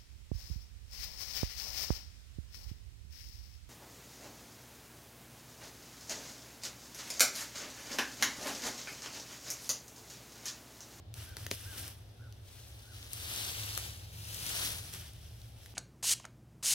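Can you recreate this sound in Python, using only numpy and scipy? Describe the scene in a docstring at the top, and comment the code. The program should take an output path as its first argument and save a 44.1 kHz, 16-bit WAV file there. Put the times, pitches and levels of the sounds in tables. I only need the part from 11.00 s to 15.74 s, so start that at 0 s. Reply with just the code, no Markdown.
"""A dead branch is hauled in two pulls over dry leaves and pine needles, which crackle as they break.
The man dragging it takes a few steps before and after; twigs snap under his boots and on the branch.
Tree trunks scatter every crackle. Far off, a bird calls four times and an engine swells and fades
over faint wind. Two microphones, set a little apart, hear it as left and right."""
import sys
import numpy as np
from scipy import signal
from scipy.fft import rfft, irfft
from scipy.io import wavfile
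from scipy.ndimage import map_coordinates

SR = 44100
rng = np.random.default_rng(int(sys.argv[2]) if len(sys.argv) > 2 else 0)


def pcm_store(signal):
    """Save signal as 16-bit PCM."""
    levels = np.round(np.clip(np.atleast_2d(signal), -1, 1) * 32767)
    wavfile.write(sys.argv[1], SR, levels.astype(np.int16).T)


N = 209034
TIME = np.arange(N) / SR
HZ = np.fft.rfftfreq(N, 1 / SR)

# Tugs on the branch: (start [s], build-up [s], hold [s], level [dB], crispness [dB], right delay [ms])
TUGS = [(1.413, 0.13, 0.11, -59.5, 2, .045), (1.623, .08, 0.26, -60, 0, 0.21),
        (1.878, 0.088, 0.053, -53.5, -1, 0.18), (2.061, .29, 0.11, -41.5, 1.5, 0.22),
        (2.461, 0.078, 0.23, -43.5, 0.3, 0.27), (2.919, 0.057, 0.047, -55.5, -1.5, 0.286),
        (3.075, 0.39, 0.11, -41, 1.5, 0.31), (3.459, 0.098, 0.053, -38, 1.5, .19)]
# Tone of the dragging: (frequency [Hz], left level [dB], right level [dB])
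BRANCH_TONE = [(89, -5, -14), (250, -6.5, -8), (494, -8, -11), (1090, -8.5, -9.5), (1500, -1.5, -5.5),
               (2020, -2, -3), (3000, 4.5, 0.5), (3980, 4, 2), (5130, -1, 3), (6100, -2, 1.5),
               (7600, -5.5, -11.5), (7760, -3, -13.5), (10300, -4, -10.5), (15600, -8.5, -13.5)]


def branch(level_db=-1.46, crush_db=-10, build_db_per_s=46.5, coast_db_per_s=95):
    """The branch rakes through leaves on the left; each tug takes up slack, builds, holds and coasts."""
    slack_s, ease_off_s = 0.062, 0.11
    crackles = crackle(per_s=16000, spread_db=2.5, clump_db=.7, patch_db=2.6,
                       ticks_per_s=200, ticks_db=-11.5)
    start, build_up, hold, db, crisp_db, delay_ms = np.transpose(TUGS)[..., None]
    age = TIME - start
    early_s = np.maximum(build_up - age, 0)
    coasting_s = np.hypot(np.maximum(age - build_up - hold, 0), ease_off_s) - ease_off_s
    tug_db = level_db + db - build_db_per_s * early_s - coast_db_per_s * coasting_s
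    tugs = ease(age / slack_s) * amp(tug_db) + 1e-12
    body = tugs.max(0)
    crisp = (tugs * amp(crisp_db)).max(0)
    # the sound comes from wherever the branch rubs hardest
    weight = (tugs / body) ** 8
    place_ms = (weight * delay_ms).sum(0) / weight.sum(0)
    return stiff_twig(leaves(crackles, BRANCH_TONE, place_ms, body, body * amp(crush_db), crisp))


# A rasp in the first pull: (time [s], half length [s], pitch [Hz], pitch width [Hz], boost [dB])
TWIG_RASP = (2.39, 0.074, 3700, 800, 3.6)


def stiff_twig(pair):
    """While a stiff twig digs in, the crackle makes it ring."""
    time, half_s, hz, width_hz, boost_db = TWIG_RASP
    ringing = irfft(rfft(pair) / (1 + (2 * (HZ - hz) / width_hz) ** 2), N)
    digging = np.exp(-((TIME - time) / half_s) ** 2 / 2)
    return pair + ringing * (amp(boost_db * digging) - 1)


def crackle(per_s, spread_db, clump_db, patch_db, ticks_per_s, ticks_db):
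    """Countless tiny cracks each make a scrap of leaf ring briefly; needles break with sharp ticks."""
    out, t = np.zeros(N), np.arange(400) / SR
    for hz in np.geomspace(500, 15000, num=30):
        strength = amp(spread_db * np.minimum(rng.exponential(1, N), 4.5)) * rng.choice([-1, 1], N)
        clicks = strength * (rng.random(N) < per_s / 30 / SR)
        clicks *= amp(patch_db * wander(41))  # each leaf gives a short run of cracks near its own pitch
        scrap = np.exp(-t * hz / 2) * np.sin(2 * np.pi * hz * t)
        out += unit(signal.oaconvolve(clicks, scrap)[:N]) * np.sqrt(hz)
    breaks = amp(5.1 * np.minimum(rng.exponential(1, N), 3)) * (rng.random(N) < ticks_per_s / SR)
    ticks = signal.oaconvolve(breaks, np.exp(-t / 0.00079))[:N] * rng.standard_normal(N)
    clumps = unit(out * amp(clump_db * wander(47)))
    return unit(clumps + amp(ticks_db) * unit(ticks))


def leaves(crackles, tone, delay_ms, body_gain, crush_gain, crisp_gain, echo_db=1):
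    """Crackle and its echo off the trunks, split into a low crush, a middle body and a crisp top."""
    right = map_coordinates(crackles, [np.arange(N) - delay_ms * SR / 1000], order=5)
    pair = np.array([crackles, right]) + amp(echo_db) * echo_hiss(crackles, fade_s=.13)
    spectrum = rfft(pair) * tone_gains(tone)
    low = 1 / (1 + (HZ / 1300) ** 4)
    high = 1 / (1 + (7300 / (HZ + 1)) ** 8)
    crush, body, crisp = (unit(irfft(spectrum * band, N)) for band in (low, 1 - low - high, high))
    return body_gain * body + crush_gain * crush + crisp_gain * crisp


# Steps and scuffs: (start [s], roll [s], hold [s], level [dB], low crush [dB], crispness [dB])
FOOTSTEPS = [(0.122, 0.065, 0.053, -51.5, -9, 1.5), (.23, 0.056, 0.062, -60, -6, -3),
             (0.35, 0.031, 0.067, -53.5, -8, 2), (0.496, 0.021, 0.013, -47, -27, 3),
             (0.539, 0.081, 0.1, -53.5, -12, 2), (0.671, 0.094, 0.11, -50.5, -6, 2.5),
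             (0.764, 0.018, 0.0093, -47.5, -21, 4.5), (0.924, 0.074, 0.5, -69.5, -7, 0),
             (3.802, 0.068, 0.2, -54, -17, 0), (3.92, .015, 0.014, -48, -8.5, 3),
             (3.97, 0.049, 0.0089, -57.5, -18, -1), (4.068, 0.13, 0.088, -60, -21, -0.5),
             (4.277, 0.063, 0.16, -63.5, -19, 2), (4.476, 0.15, 0.083, -61.5, -26, 0.5)]
# Tone of the steps: (frequency [Hz], left level [dB], right level [dB])
BOOT_TONE = [(89, -7, -33), (258, 3, 2), (493, -6, -6.5), (1040, -4.5, -10.5), (1530, -1, -5.5),
             (2180, -3.5, -7), (3200, 2, -2), (4120, -2.5, -3.5), (5430, -9, 1), (5770, -4.5, 0.5),
             (7200, -7.5, -12), (8100, -5, -11.5), (10600, -3.5, -7.5), (15300, -8, -8.5)]


def boots(level_db=-1.5, settle_db_per_s=156, delay_ms=-0.027):
    """Each sole rolls onto the leaves and presses them; they fall quiet once the weight is on the foot."""
    crackles = crackle(per_s=11000, spread_db=1, clump_db=.5, patch_db=2, ticks_per_s=84, ticks_db=-9)
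    start, roll, hold, db, crush_db, crisp_db = np.transpose(FOOTSTEPS)[..., None]
    settling_s = np.maximum(TIME - start - roll - hold, 0)
    press = ease((TIME - start) / roll) * amp(level_db + db - settle_db_per_s * settling_s)
    crush, crisp = together(press * amp(crush_db)), together(press * amp(crisp_db))
    return leaves(crackles, BOOT_TONE, delay_ms, together(press), crush, crisp)


# Breaking twigs: (time [s], level [dB], pitch [Hz], knock [dB], crispness [dB], right delay [ms])
TWIG_SNAPS = [(.1410, -45, 3500, -16, -1, -.02), (.3686, -40, 1500, -3, -3, -.02),
              (.4657, -36.5, 2100, -4, -2, -.02), (.5131, -28.8, 1820, 3.5, -8, -.01),
              (.7805, -44, 5000, -12, -2, -.02), (.8797, -46, 9000, -12, 2, -.02),
              (1.3252, -56, 3300, -16, -6, 0), (2.0282, -48.5, 2400, -14, -12, .1),
              (2.1329, -37.5, 8500, -20, 2.5, .16), (2.3614, -42, 4000, -14, 1, .27),
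              (2.7764, -32.5, 1300, -18, 1, .16), (3.3457, -41, 10000, -16, 1, .25),
              (3.4654, -37, 6300, -14, -7, .29), (3.9383, -41, 5800, -9, -3, -.02),
              (4.1344, -59.5, 5000, -12, 2, 0), (4.4173, -55, 4200, -14, -5, -.02),
              (4.6602, -51, 1600, -18, -1, -.02)]
# Notes a twig rings at: (multiple of its pitch, boost [dB])
TWIG_NOTES = [(1, 3.5), (1.36, 3), (1.83, 1.5), (2.45, 3), (3.3, 2)]


def twigs(echo_db=-10, knock_hz=340, size=1024):
    """Each snap is a quick run of tearing fibres, a low knock as the stick gives way, then its echo."""
    direct = np.zeros((2, N))
    t, hz = np.arange(size) / SR, np.fft.rfftfreq(size, 1 / SR)
    swing = 2 * np.pi * knock_hz * (t - .0023)
    knock = rfft(-swing * np.exp(-swing ** 2 / 2))
    for time, db, pitch_hz, knock_db, crisp_db, delay_ms in TWIG_SNAPS:
        tear_ms = 1.7 * (1000 / pitch_hz) ** .4  # thick, low twigs take longer to tear
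        fibres = rng.choice([-1, 1], size) * np.exp(-(t * 1000 / tear_ms) ** 2)
        tear = amp(26) * rfft(fibres / np.linalg.norm(fibres))
        octaves = np.log2((hz + 50) / pitch_hz)
        tone_db = sum(boost * np.exp(-(octaves - np.log2(k)) ** 2 / .02) for k, boost in TWIG_NOTES)
        tone_db += 7 * np.minimum(octaves, 0)  # a twig gives off little below its lowest note
        treble = [(5800, 0), (7200, crisp_db / 2 - 3), (9000, crisp_db), (16000, crisp_db - 4)]
        tone_db += curve(treble, hz)
        # turn that tone into the brief ring of damp wood
        log_gain = np.log(amp(np.r_[tone_db, tone_db[-2:0:-1]]))
        wood = np.exp(np.conj(signal.hilbert(log_gain)))[:len(hz)]
        snap = amp(db) * (tear * wood + amp(knock_db) * knock)
        # a twig further left reaches the left microphone both sooner and louder
        pan_db = 3 + 23 * delay_ms
        left = snap * amp(pan_db / 2)
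        right = snap * amp(-pan_db / 2) * np.exp(-2j * np.pi * hz * delay_ms / 1000)
        add(direct, time, irfft([left, right]))
    return direct + amp(echo_db) * spaced(trunk_echoes(direct[0], fade_s=0.13))


# Bird calls: (start [s], length [s], top pitch [Hz], level [dB], hoarseness [0-1])
BIRD_CALLS = [(.26, .09, 1582, -59, 0.4), (.65, .105, 1610, -55.5, .2), (1.191, 0.1, 1510, -62.5, .8),
              (1.85, 0.1, 1530, -65.5, .9)]


def bird(rasp_hz=85, arch=.16, echo_db=-7):
    """Short calls from deep in the wood: the pitch rises fast and falls more slowly, rasping if hoarse."""
    out, jitter = np.zeros(N), wander(185)
    rasp = np.sin(2 * np.pi * np.cumsum(rasp_hz * (1 + 0.276 * wander(41))) / SR)
    for start, length, top_hz, db, hoarse in BIRD_CALLS:
        progress = np.clip((TIME - start) / length, 0, 1)
        hz = top_hz * (1 - arch * (2 * progress ** .8 - 1) ** 2 + .025 * hoarse * jitter)
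        swell = np.sin(np.pi * progress).clip(0) ** (1 / 4) * (progress < 1)
        out += amp(db) * swell * (1 + hoarse * rasp) * np.sin(2 * np.pi * np.cumsum(hz) / SR)
    return out + amp(echo_db) * trunk_echoes(out, fade_s=1.0)


# Engine swells: (loudest time [s], half length [s], low notes [dB], high notes [dB], rumble [dB])
ENGINE_SWELLS = [(.55, 0.58, -53, -66.5, -63), (2.62, 0.48, -52.5, -65.5, -57),
                 (3.65, 0.69, -56, -59.5, -55.5)]
# The engine's low and high notes: (multiple of the shaft speed, level [dB])
LOW_NOTES = [(4, -4), (5, 1)]
HIGH_NOTES = [(7, -1.5), (8, -8)]
# Steady hum of far machinery: (pitch [Hz], level [dB])
MACHINE_HUM = [(68, -66.5), (101, -70), (114.3, -60.5)]


def engine(waver_db=3, drift=0.01372, high_width=0.82, rumble_hz=69, rumble_width_hz=41):
    """Only a far engine's deep notes and exhaust rumble carry through the trees, wavering on the way."""
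    time, half_s, low_db, high_db, rumble_db = np.transpose(ENGINE_SWELLS)[..., None]
    swell = np.exp(-((TIME - time) / half_s) ** 2 / 2)
    low = together(amp(low_db) * swell)
    high = together(amp(high_db) * swell ** (1 / high_width ** 2))  # only near the top of a swell
    shaft_hz = 21.06 + 0.2015 * np.maximum(TIME - 2.097, 0)  # steady at first, then slowly faster
    notes = [(k * shaft_hz, low * amp(db)) for k, db in LOW_NOTES]
    notes += [(k * shaft_hz, high * amp(db)) for k, db in HIGH_NOTES]
    notes += [(hz, amp(db)) for hz, db in MACHINE_HUM]
    out = np.zeros(N)
    for hz, gain in notes:
        turns = np.cumsum(hz * (1 + drift * wander(6.54))) / SR + rng.random()
        out += np.sqrt(2) * gain * amp(waver_db * wander(5.1)) * np.sin(2 * np.pi * turns)
    band = 1 / (1 + (2 * (HZ - rumble_hz) / rumble_width_hz) ** 4)
    rumble = unit(irfft(rfft(rng.standard_normal(N)) * band, N))
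    return out + together(amp(rumble_db) * swell) * rumble


# Tone of the background air: (frequency [Hz], left level [dB], right level [dB])
AIR_TONE = [(15, -25, -37), (37.8, 19.5, 0), (57, 23, 24), (120.6, 25.5, 25), (136, 8.5, 5.5), (223, 6, 6),
            (447, 3, 3), (817, 1.5, -1), (950, -5.5, -8.5), (2260, -10, -12.5), (3560, -4.5, -10),
            (5130, -16, -9.5), (7440, -19, -25), (15300, -21, -25)]


def air(level_db=-54, swell_db=.5):
    """Distant rumble and faint wind in the pines; a light breeze brushes each microphone on its own."""
    far = rfft(spaced(rng.standard_normal((2, N)), blend_hz=400))
    breeze_db = curve([(25, -23), (70, -15), (180, -8), (600, -3)], HZ)
    breeze = rfft(rng.standard_normal((2, N))) * amp(breeze_db)
    wind = unit(irfft((far + breeze) * tone_gains(AIR_TONE), N))
    return amp(level_db + swell_db * wander(0.7)) * wind


def echo_hiss(crackles, fade_s):
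    """Every crack lies somewhere else, so their echoes merge into a hiss that trails the crackle."""
    decay = np.exp(-2 * np.log(1000) / (fade_s * SR))
    power = signal.lfilter([1 - decay], [1, -decay], crackles ** 2)
    return spaced(np.sqrt(power) * rng.standard_normal((2, N)))


def trunk_echoes(sound, fade_s, size=20000):
    """Scattered echoes off ground and trunks, different on each side, falling 60 dB in fade_s."""
    t = np.arange(size) / SR
    echoes = rng.standard_normal((2, size)) * (rng.random((2, size)) < 1 / 10)
    echoes *= amp(-60 * t / fade_s) * (t > .003)
    echoes /= np.linalg.norm(echoes, axis=1, keepdims=True)
    return signal.fftconvolve(sound[None], echoes, axes=1)[:, :N]


def spaced(pair, blend_hz=520):
    """Low sounds reach both microphones alike; high ones stay apart."""
    left, right = rfft(pair)
    blend = np.pi / 4 / (1 + (HZ / blend_hz) ** 2)
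    own, other = np.cos(blend), np.sin(blend)
    return irfft([left * own + right * other, right * own + left * other], N)


def tone_gains(tone):
    """Left and right gain at every frequency."""
    rows = np.array(tone)
    return amp([curve(rows[:, [0, 1]], HZ), curve(rows[:, [0, 2]], HZ)])


def curve(points, hz):
    """Joins (frequency [Hz], value) points with lines, giving each octave equal room."""
    point_hz, value = np.transpose(points)
    return np.interp(np.log(hz + 1), np.log(point_hz + 1), value)


def wander(rate_hz, size=8192):
    """Smooth random motion, mostly slower than rate_hz."""
    hz = np.fft.rfftfreq(size, TIME[-1] / size)
    slow = irfft(rfft(rng.standard_normal(size)) / (1 + (hz / rate_hz) ** 4))
    return unit(np.interp(TIME, np.linspace(0, TIME[-1], size), slow))


def amp(db):
    """Turns decibels into a gain to multiply by."""
    return 10 ** (np.asarray(db) / 20)


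def unit(x):
    """Scales a signal to an average power of 1."""
    return x / np.sqrt(np.mean(x ** 2) + 1e-20)


def ease(progress):
    """Smooth rise from 0 to 1."""
    return np.sin(np.pi / 2 * np.clip(progress, 0, 1)) ** 2


def together(gains):
    """Joint gain of overlapping sounds: their powers add."""
    return np.sqrt(np.sum(np.square(gains), axis=0))


def add(mix, start_s, sound):
    """Mixes a sound in at start_s."""
    part = mix[..., max(round(start_s * SR), 0):][..., :sound.shape[-1]]
    part += sound[..., :part.shape[-1]]


def scene():
    """The man and his branch against the quiet wood."""
    return boots() + branch() + twigs() + bird() + engine() + air()


def record(dry):
    """Cuts the highest treble, above 15900 Hz."""
    treble_cut = signal.firwin(511, 15900, window=("kaiser", 9), fs=SR)
    return signal.oaconvolve(dry, treble_cut[None], "same")


dry = scene()
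out = record(dry)
pcm_store(out)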